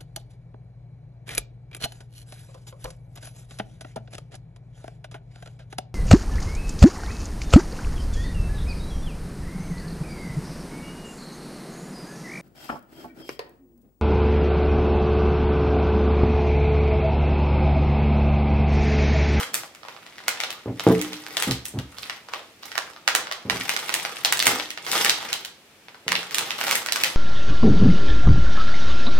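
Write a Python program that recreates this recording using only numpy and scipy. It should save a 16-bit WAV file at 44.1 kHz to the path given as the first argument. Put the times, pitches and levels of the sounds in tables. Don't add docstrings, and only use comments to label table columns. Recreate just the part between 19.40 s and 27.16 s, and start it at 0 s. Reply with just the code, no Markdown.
import sys
import numpy as np
from scipy import signal
from scipy.fft import rfft, irfft
from scipy.io import wavfile
from scipy.ndimage import uniform_filter1d

SR = 44100
rng = np.random.default_rng(int(sys.argv[2]) if len(sys.argv) > 2 else 0)


def persist_wave(psi):
    counts = np.round(np.clip(psi, -1, 1) * 32767).astype(np.int16)
    wavfile.write(sys.argv[1], SR, np.atleast_2d(counts).T)


def volts(x):
    e = np.asarray(x, float) / 20
    return 10 ** e


N = 342216

# (greatest effort [s], rustle level [dB], swell [s], fade [s], tautness as treble level [dB])
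TUGS = [(0.0, -23, .05, 0.094, -6.5), (0.15, -39, 0.014, 0.17, -2), (0.52, -46.5, 0.23, 0.58, -11),
        (0.89, -37.5, 0.064, 0.26, -22), (1.05, -36.5, 0.53, 0.29, -17), (1.48, -33, 0.17, 0.64, -8),
        (1.87, -42.5, 0.13, 0.33, -11), (2.029, -29, 0.2, 0.2, -6), (2.66, -39, .25, 0.24, -7),
        (2.94, -39, 0.12, 0.23, -14), (3.25, -40.5, 0.076, 0.24, -6), (3.38, -37, .1, .3, -10.5),
        (3.69, -36, 0.072, 0.64, -20), (4.12, -32.5, 0.031, 1, -7), (4.5, -33, .5, 0.9, -7.5),
        (4.88, -31, 0.035, 0.19, -40), (5.077, -22.5, 0.086, 0.27, -7.5), (5.575, -19, 0.17, 0.25, -5.5),
        (5.899, -32, 0.59, 0.24, -10), (6.55, -72, 0.18, 0.21, -24), (6.72, -32, 0.055, .3, -7.5),
        (6.969, -27.5, .12, .35, -9.5), (7.309, -23.5, 0.24, 0.17, -4), (7.644, -27.5, 0.23, .2, -7)]
SWING_DB, BEND = 30, 1.6
# (frequency [Hz], density [dB per Hz])
RUSTLE_SPECTRUM = [(88, -47.5), (150, -5), (439, -1.5), (624, -5.5), (821, 0), (1900, 0), (13700, -3),
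                   (16000, -15)]
TICKS_PER_S, TICKS_PER_DB = 3500, 0.43
AFTER_DB, AFTER_S, AFTER_TAUT_DB = -25.5, 0.076, 13.5
# (frequency [Hz], density [dB per Hz])
AIR_SPECTRUM = [(18, -43), (30, -7.5), (250, 0.5), (792, -4.5), (953, -8), (2400, -4.5), (15200, -20),
                (16500, -32)]
AIR_DB = -62.5
# (time [s], peak [dB], wide-fold part [dB], sharp-edge part [dB], facet resonance [Hz])
SNAPS = [(0.142, -5.5, -29, -9.5, 1440), (0.234, -23.5, -7.5, -15, 2130),
         (0.349, -33, -17, -15.5, 2170), (0.432, -34, -12, -34, 1350), (0.45, -32.5, -2, -27, 1780),
         (0.484, -28, -6.5, -24, 2320), (0.564, -31.5, -6, -37, 2450), (0.664, -33.5, -14, -22, 2580),
         (0.782, -26, -22, -28, 1780), (0.803, -29, -8, -33, 1660), (0.881, -4.5, -18, -14.5, 1820),
         (1.002, -13.5, -19.5, -20.5, 2150), (1.036, -11.5, -15, -22.5, 3300),
         (1.104, -19, -20, -17.5, 3130), (1.396, -15, -12.5, -22, 3110), (1.487, -17.5, -4, -14, 1550),
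         (1.614, -17.5, -28, -11, 2190), (1.731, -23, -23, -18.5, 3170),
         (1.864, -18.5, -19, -26, 1660), (1.969, -10.5, -18.5, -17.5, 3300),
         (2.023, -7, -15.5, -12, 2420), (2.11, -11.5, -36, -15, 3970), (2.254, -19, -37, -5.5, 2760),
         (2.388, -23, -16, -20, 3150),
         (2.584, -24, -15.5, -20, 4500), (2.631, -22, -30, -38, 3640), (2.697, -18.5, -19, -28, 2100),
              (2.886, -29, -12, -27, 1350), (2.936, -17.5, -7, -25.5, 2660), (3.232, -31, -14, -35, 4590),
              (3.317, -24.5, -25, -25, 1640), (3.354, -17, -14, -27, 1610), (3.378, -13.5, -14, -22, 1620),
              (3.562, -30.5, -16, -38, 1290), (3.677, -6.5, -17.5, -22, 1810),
              (3.75, -4.5, -17.5, -13.5, 1660), (3.87, -24.5, -11, -30, 1640),
              (3.913, -20.5, -12.5, -25, 1760), (3.923, -18.5, -21, -19, 3830),
              (4.098, -11, -15.5, -24, 2110), (4.16, -18, -14, -21, 1990), (4.21, -18.5, -37, -24.5, 1960),
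              (4.293, -8.5, -20, -17.5, 2180), (4.364, -12.5, -21, -22.5, 1396),
              (4.391, -22, -29, -14, 2870), (4.493, -16.5, -10, -21, 2160), (4.54, -8, -33, -12, 2260),
              (4.598, -20, -34, -20, 2200),
         (4.65, -15, -15, -24, 2000), (4.768, -24.5, -23, -27, 2587), (4.848, -1, -19.5, -18.5, 3900),
              (4.924, -2.5, -18, -11.5, 1950), (4.972, -17, -35, -12, 1640), (4.992, -10.5, -19, -12, 3510),
              (5.001, -9, -32, -25, 3980), (5.025, -6.5, -22, -15.5, 1940), (5.056, -13, -25, -9, 2820),
              (5.068, 3, -15.5, -12, 2260), (5.198, -17.5, -18, -31, 2660), (5.304, -22.5, -48, -18, 2143),
              (5.375, -20.5, -16, -28, 2240), (5.465, -21, -14, -22, 1830), (5.516, -10, -39, -10.5, 3920),
              (5.647, -4, -29, -13.5, 1990), (5.662, -8, -22, -34, 1890), (5.682, -25, -19, -25, 2050),
              (5.695, -6.5, -23.5, -18, 3980), (5.827, -21, -5, -16, 2640),
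              (5.929, -12.5, -30, -14.5, 3400), (6.049, -18.5, -24, -15, 3530),
         (6.483, -30.5, -13, -37, 2330), (6.545, -35.5, -9, -43, 1690), (6.68, -12, -21, -23, 2280),
                 (6.719, -7, -17, -22.5, 1870), (6.753, -11.5, -27, -33, 2820),
                 (6.83, -25.5, -15, -22, 1450), (6.909, -18.5, -23, -18, 1730),
                 (6.945, -9.5, -28, -11.5, 3300), (6.983, -8.5, -29, -11, 3200),
                 (7.106, -15, -21, -24, 2600), (7.188, -21, -8, -31, 2760), (7.212, -15, -13, -23, 2030),
                 (7.231, -20, -31, -30.5, 2120), (7.268, -19, -15, -22, 1850), (7.281, -12, -13, -19, 2140),
                 (7.311, -6.5, -23, -15, 2330), (7.354, -12, -24, -6, 2420), (7.42, -24, -17, -21, 1280),
                 (7.461, -17, -18, -15.5, 1640), (7.486, -17, -21, -32, 1810),
                 (7.522, -6.5, -22, -14, 4250), (7.559, -12.5, -18, -17, 1640),
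                 (7.602, -22, -31, -18, 2370), (7.636, -3.5, -43, -18, 2160)]
PAN_DB, PAN_SPREAD_DB = -1.4, 3
# (time [s], peak [dB], hardness [dB per octave], rocking after the blow [s])
KNOCKS = [
    (1.259, -24, -11.5, 0.06),
    (1.467, -6, -1, 0.058),
    (2.069, -23.5, -17, 0.055),
    (2.339, -25.5, -17.5, 0.076),
    (4.052, -30, -8, 0.16),
    (4.125, -33, 5, 0.053),
    (5.071, -28, -1, 0.08),
    (6.665, -37.5, -1, 0.13),
]
# (frequency [Hz], level [dB], t60 [s])
DESK_MODES = [(64.8, -22, 0.45), (116.5, -5, 0.076), (177, -7.5, 0.33), (203, -5.5, 0.14), (256, 4, 0.15),
              (304, -16, 0.8), (357, 2, 0.056), (440, -3, 0.29), (504, -10.5, 0.51), (651, -12.5, 0.2),
              (790, -14, 0.099), (994, -11.5, 0.085)]
# (delay [s], level [dB])
ECHOES = [
    (.0014, -19.5),
    (.0062, -13),
    (0.0089, -8.5),
]
# (frequency [Hz], t60 [s])
ROOM_DECAY = [(250, 0.53), (700, 0.43), (1800, 0.32), (4600, 0.35), (12000, 0.19)]
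# (frequency [Hz], left-right likeness [0-1])
LIKENESS = [(60, 0.93), (300, 0.87), (700, 0.9), (1500, 0.41), (3000, 0.0166), (15000, .01)]


def evened(x):
    return x / np.sqrt(np.mean(x ** 2) + 1e-20)


def read(points, hz):
    f, value = np.transpose(points)
    return np.interp(np.log(hz + 1), np.log(f + 1), value)


def add(mix, s, sound):
    part = mix[..., max(round(s * SR), 0):][..., :sound.shape[-1]]
    part += sound[..., :part.shape[-1]]


def band(x, lo_hz, hi_hz):
    return signal.sosfilt(signal.butter(2, [lo_hz, hi_hz], "band", fs=SR, output="sos"), x)


def causal(db):
    log = np.log(volts(np.r_[db, db[-2:0:-1]]))
    return np.exp(np.conj(signal.hilbert(log)))[:len(db)]


def bump(hz, centre_hz, width):
    return np.exp(-(np.log((hz + 1) / centre_hz) / width) ** 2)


def ports(x, pan_db=0):
    gain = volts(np.array([[pan_db / 2], [-pan_db / 2]]))
    return gain * np.array([x, np.roll(x, 2)])


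def diffuse(pair):
    a, b = rfft(pair)
    same = read(LIKENESS, np.fft.rfftfreq(pair.shape[1], 1 / SR))
    like, unlike = np.sqrt((1 + same) / 2), np.sqrt((1 - same) / 2)
    return irfft(np.array([like * a + unlike * b, like * a - unlike * b]), pair.shape[1])


def creases():
    return SNAPS


def hand():
    flurries = [(s + 0.0023, db + AFTER_DB, .016, AFTER_S, edge_db + AFTER_TAUT_DB)
                for s, db, _, edge_db, _ in creases()]
    s, db, swell_s, fade_s, taut_db = np.transpose(TUGS + flurries)[:, :, None]
    t = np.arange(0, N, 32) / SR
    away = np.maximum((s - t) / swell_s, (t - s) / fade_s)
    power = volts(2 * (db - SWING_DB * away ** BEND)) + 1e-12
    total = power.sum(0)
    both = 10 * np.log10(total), (power * taut_db).sum(0) / total
    return [np.interp(np.arange(N) / SR, t, curve) for curve in both]


def rustle():
    level_db, taut_db = hand()
    clump = evened(uniform_filter1d(uniform_filter1d(rng.standard_normal(N), size=400), size=300))
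    chance = rng.random(N)
    size = np.minimum(rng.exponential(1, N), 5)
    sign, place = rng.standard_normal((2, N))
    fires = chance < TICKS_PER_S * volts(TICKS_PER_DB * (level_db + 35)) / SR
    ticks = fires * volts(3.77 * size + 5.1 * clump) * np.sign(sign)
    ticks /= np.sqrt(uniform_filter1d(ticks ** 2, size=1800) + 1e-6)
    spread = ports(np.ones(N), 0.29) * volts(4.96 * place * np.array([[1], [-1]]))
    facet = rng.integers(0, 8, N)
    hz = np.fft.rfftfreq(1024, 1 / SR)
    pair = 0
    for k, facet_hz in enumerate(np.geomspace(500, 14000, num=8)):
        ring_db = read(RUSTLE_SPECTRUM, hz) + 14 * bump(hz, facet_hz, .35)
        ring = irfft(causal(ring_db))
        pair = pair + signal.oaconvolve(spread * ticks * (facet == k), ring[None])[:, :N]
    pair[1] = np.roll(pair[1], 2)
    hz = np.fft.rfftfreq(N, 1 / SR)
    low = irfft(rfft(pair) / (1 + (hz / 4500) ** 4), N)
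    treble = pair - low
    return volts(level_db - 6) * (low + volts(taut_db) * treble) / np.std(low)


def handling(film):
    effort = np.sqrt(abs(uniform_filter1d(film[0] ** 2, size=6000)))
    rumble = evened(band(rng.standard_normal(N), 103, 630))
    return ports(volts(-18) * effort * rumble)


def air():
    z = rfft(diffuse(rng.standard_normal((2, N))))
    colour = volts(read(AIR_SPECTRUM, np.fft.rfftfreq(N, 1 / SR)))
    return volts(AIR_DB + 9.0) * evened(irfft(z * colour, N))


def snaps():
    out = np.zeros((2, N))
    t, hz = np.arange(512) / SR, np.fft.rfftfreq(512, 1 / SR)
    rows = creases()
    draws = rng.standard_normal((len(rows), 4, 512))
    for (s, db, fold_db, edge_db, facet_hz), (front, back, jerk, luck) in zip(rows, draws):
        flip = np.exp(.8 * jerk - (t / .0028) ** 2) * np.minimum(t / .0004, 1)
        z = rfft(np.array([front, 0.4 * np.roll(front, 2) + 0.37 * back]) * flip)
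        z /= uniform_filter1d(abs(z) ** 2, size=5, axis=1) ** .5
        colour = [(150, fold_db - 21.5), (600, fold_db + 9.0), (1100, fold_db + 10.5), (1800, -7.5),
                  (5000, -9.0), (8000, edge_db + 5), (16000, edge_db - 3.0)]
        facet_db = 6.5 * bump(hz, facet_hz, 0.4)
        snap = irfft(z * causal(read(colour, hz) + facet_db)) * np.exp(-(t / .005) ** 2)
        pan_db = np.clip(PAN_DB + PAN_SPREAD_DB * luck[1], -12, 12)
        gain = volts(db + 2.0 + pan_db * np.array([[.5], [-.5]]))
        add(out, s, gain * snap / abs(snap.mean(0)).max())
    return band(out, 250, 20000)


def knocks():
    out, t = np.zeros(N), np.arange(SR) / SR
    draws = rng.standard_normal((len(KNOCKS), len(DESK_MODES) + 8000))
    for (s, db, hard_db, rock_s), draw in zip(KNOCKS, draws):
        spot_db = 1.5 * draw
        ring = 0
        for (hz, mode_db, t60_s), g_db in zip(DESK_MODES, spot_db):
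            level_db = mode_db + hard_db * np.log2(max(hz, 110) / 250) + g_db
            ring = ring + volts(level_db - 60 * t / t60_s) * np.cos(2 * np.pi * hz * t)
        push = 0.0079 * draw[len(DESK_MODES):] ** 3 * np.exp(-(t[:8000] / rock_s) ** 4)
        push[:1] += volts(0.7 * min(hard_db, 0))
        knock = band(signal.fftconvolve(ring, push), 55, 970)
        add(out, s, volts(db + 4.5) * knock / abs(knock).max())
    return ports(out)


def tail():
    taps = np.zeros((2, SR // 2))
    slots = np.arange(220, SR // 2 - 8, 8)
    at = slots + rng.integers(0, 8, (2, len(slots)))
    np.put_along_axis(taps, at, rng.choice([-1., 1.], at.shape), 1)
    hz, t, z = signal.stft(diffuse(taps), SR, nperseg=256)
    decay = volts(-60 * t / read(ROOM_DECAY, hz)[:, None])
    out = signal.istft(z * decay, SR, nperseg=256)[1]
    return out / np.linalg.norm(out[0])


def room(x):
    out = x.copy()
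    for s, db in ECHOES:
        add(out, s, volts(db) * x)
    turn = 2 * np.pi * 7 * np.arange(N) / SR
    for k in range(3):
        share = np.sqrt(2 / 3) * np.cos(turn + k * np.pi / 3)
        wet = signal.fftconvolve((share * x[k % 2])[None], tail(), axes=1)[:, :N]
        out += volts([[-4.5], [-3.6]]) * wet
    return out


def scene():
    film = rustle()
    desk = knocks() + handling(film)
    return room(snaps() + film + .4 * desk) + .8 * desk + air()


def top_cut(x):
    return signal.sosfilt(signal.butter(12, 16980, fs=SR, output="sos"), x)


def record(dry):
    heard = np.clip(dry, -.9, .9)
    bass = signal.butter(1, 150, fs=SR, output="sos")
    side = signal.sosfilt(bass, (heard[0] - heard[1]) / 2)
    heard = heard - side * np.array([[1], [-1]])
    heard = signal.sosfilt(signal.butter(3, 55, "high", fs=SR, output="sos"), heard)
    lowpass = signal.firwin(255, 16300, window=("kaiser", 9), fs=SR)
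    heard = signal.oaconvolve(heard, lowpass[None], "same")
    return top_cut(heard)


dry = scene()
out = record(dry)
persist_wave(out)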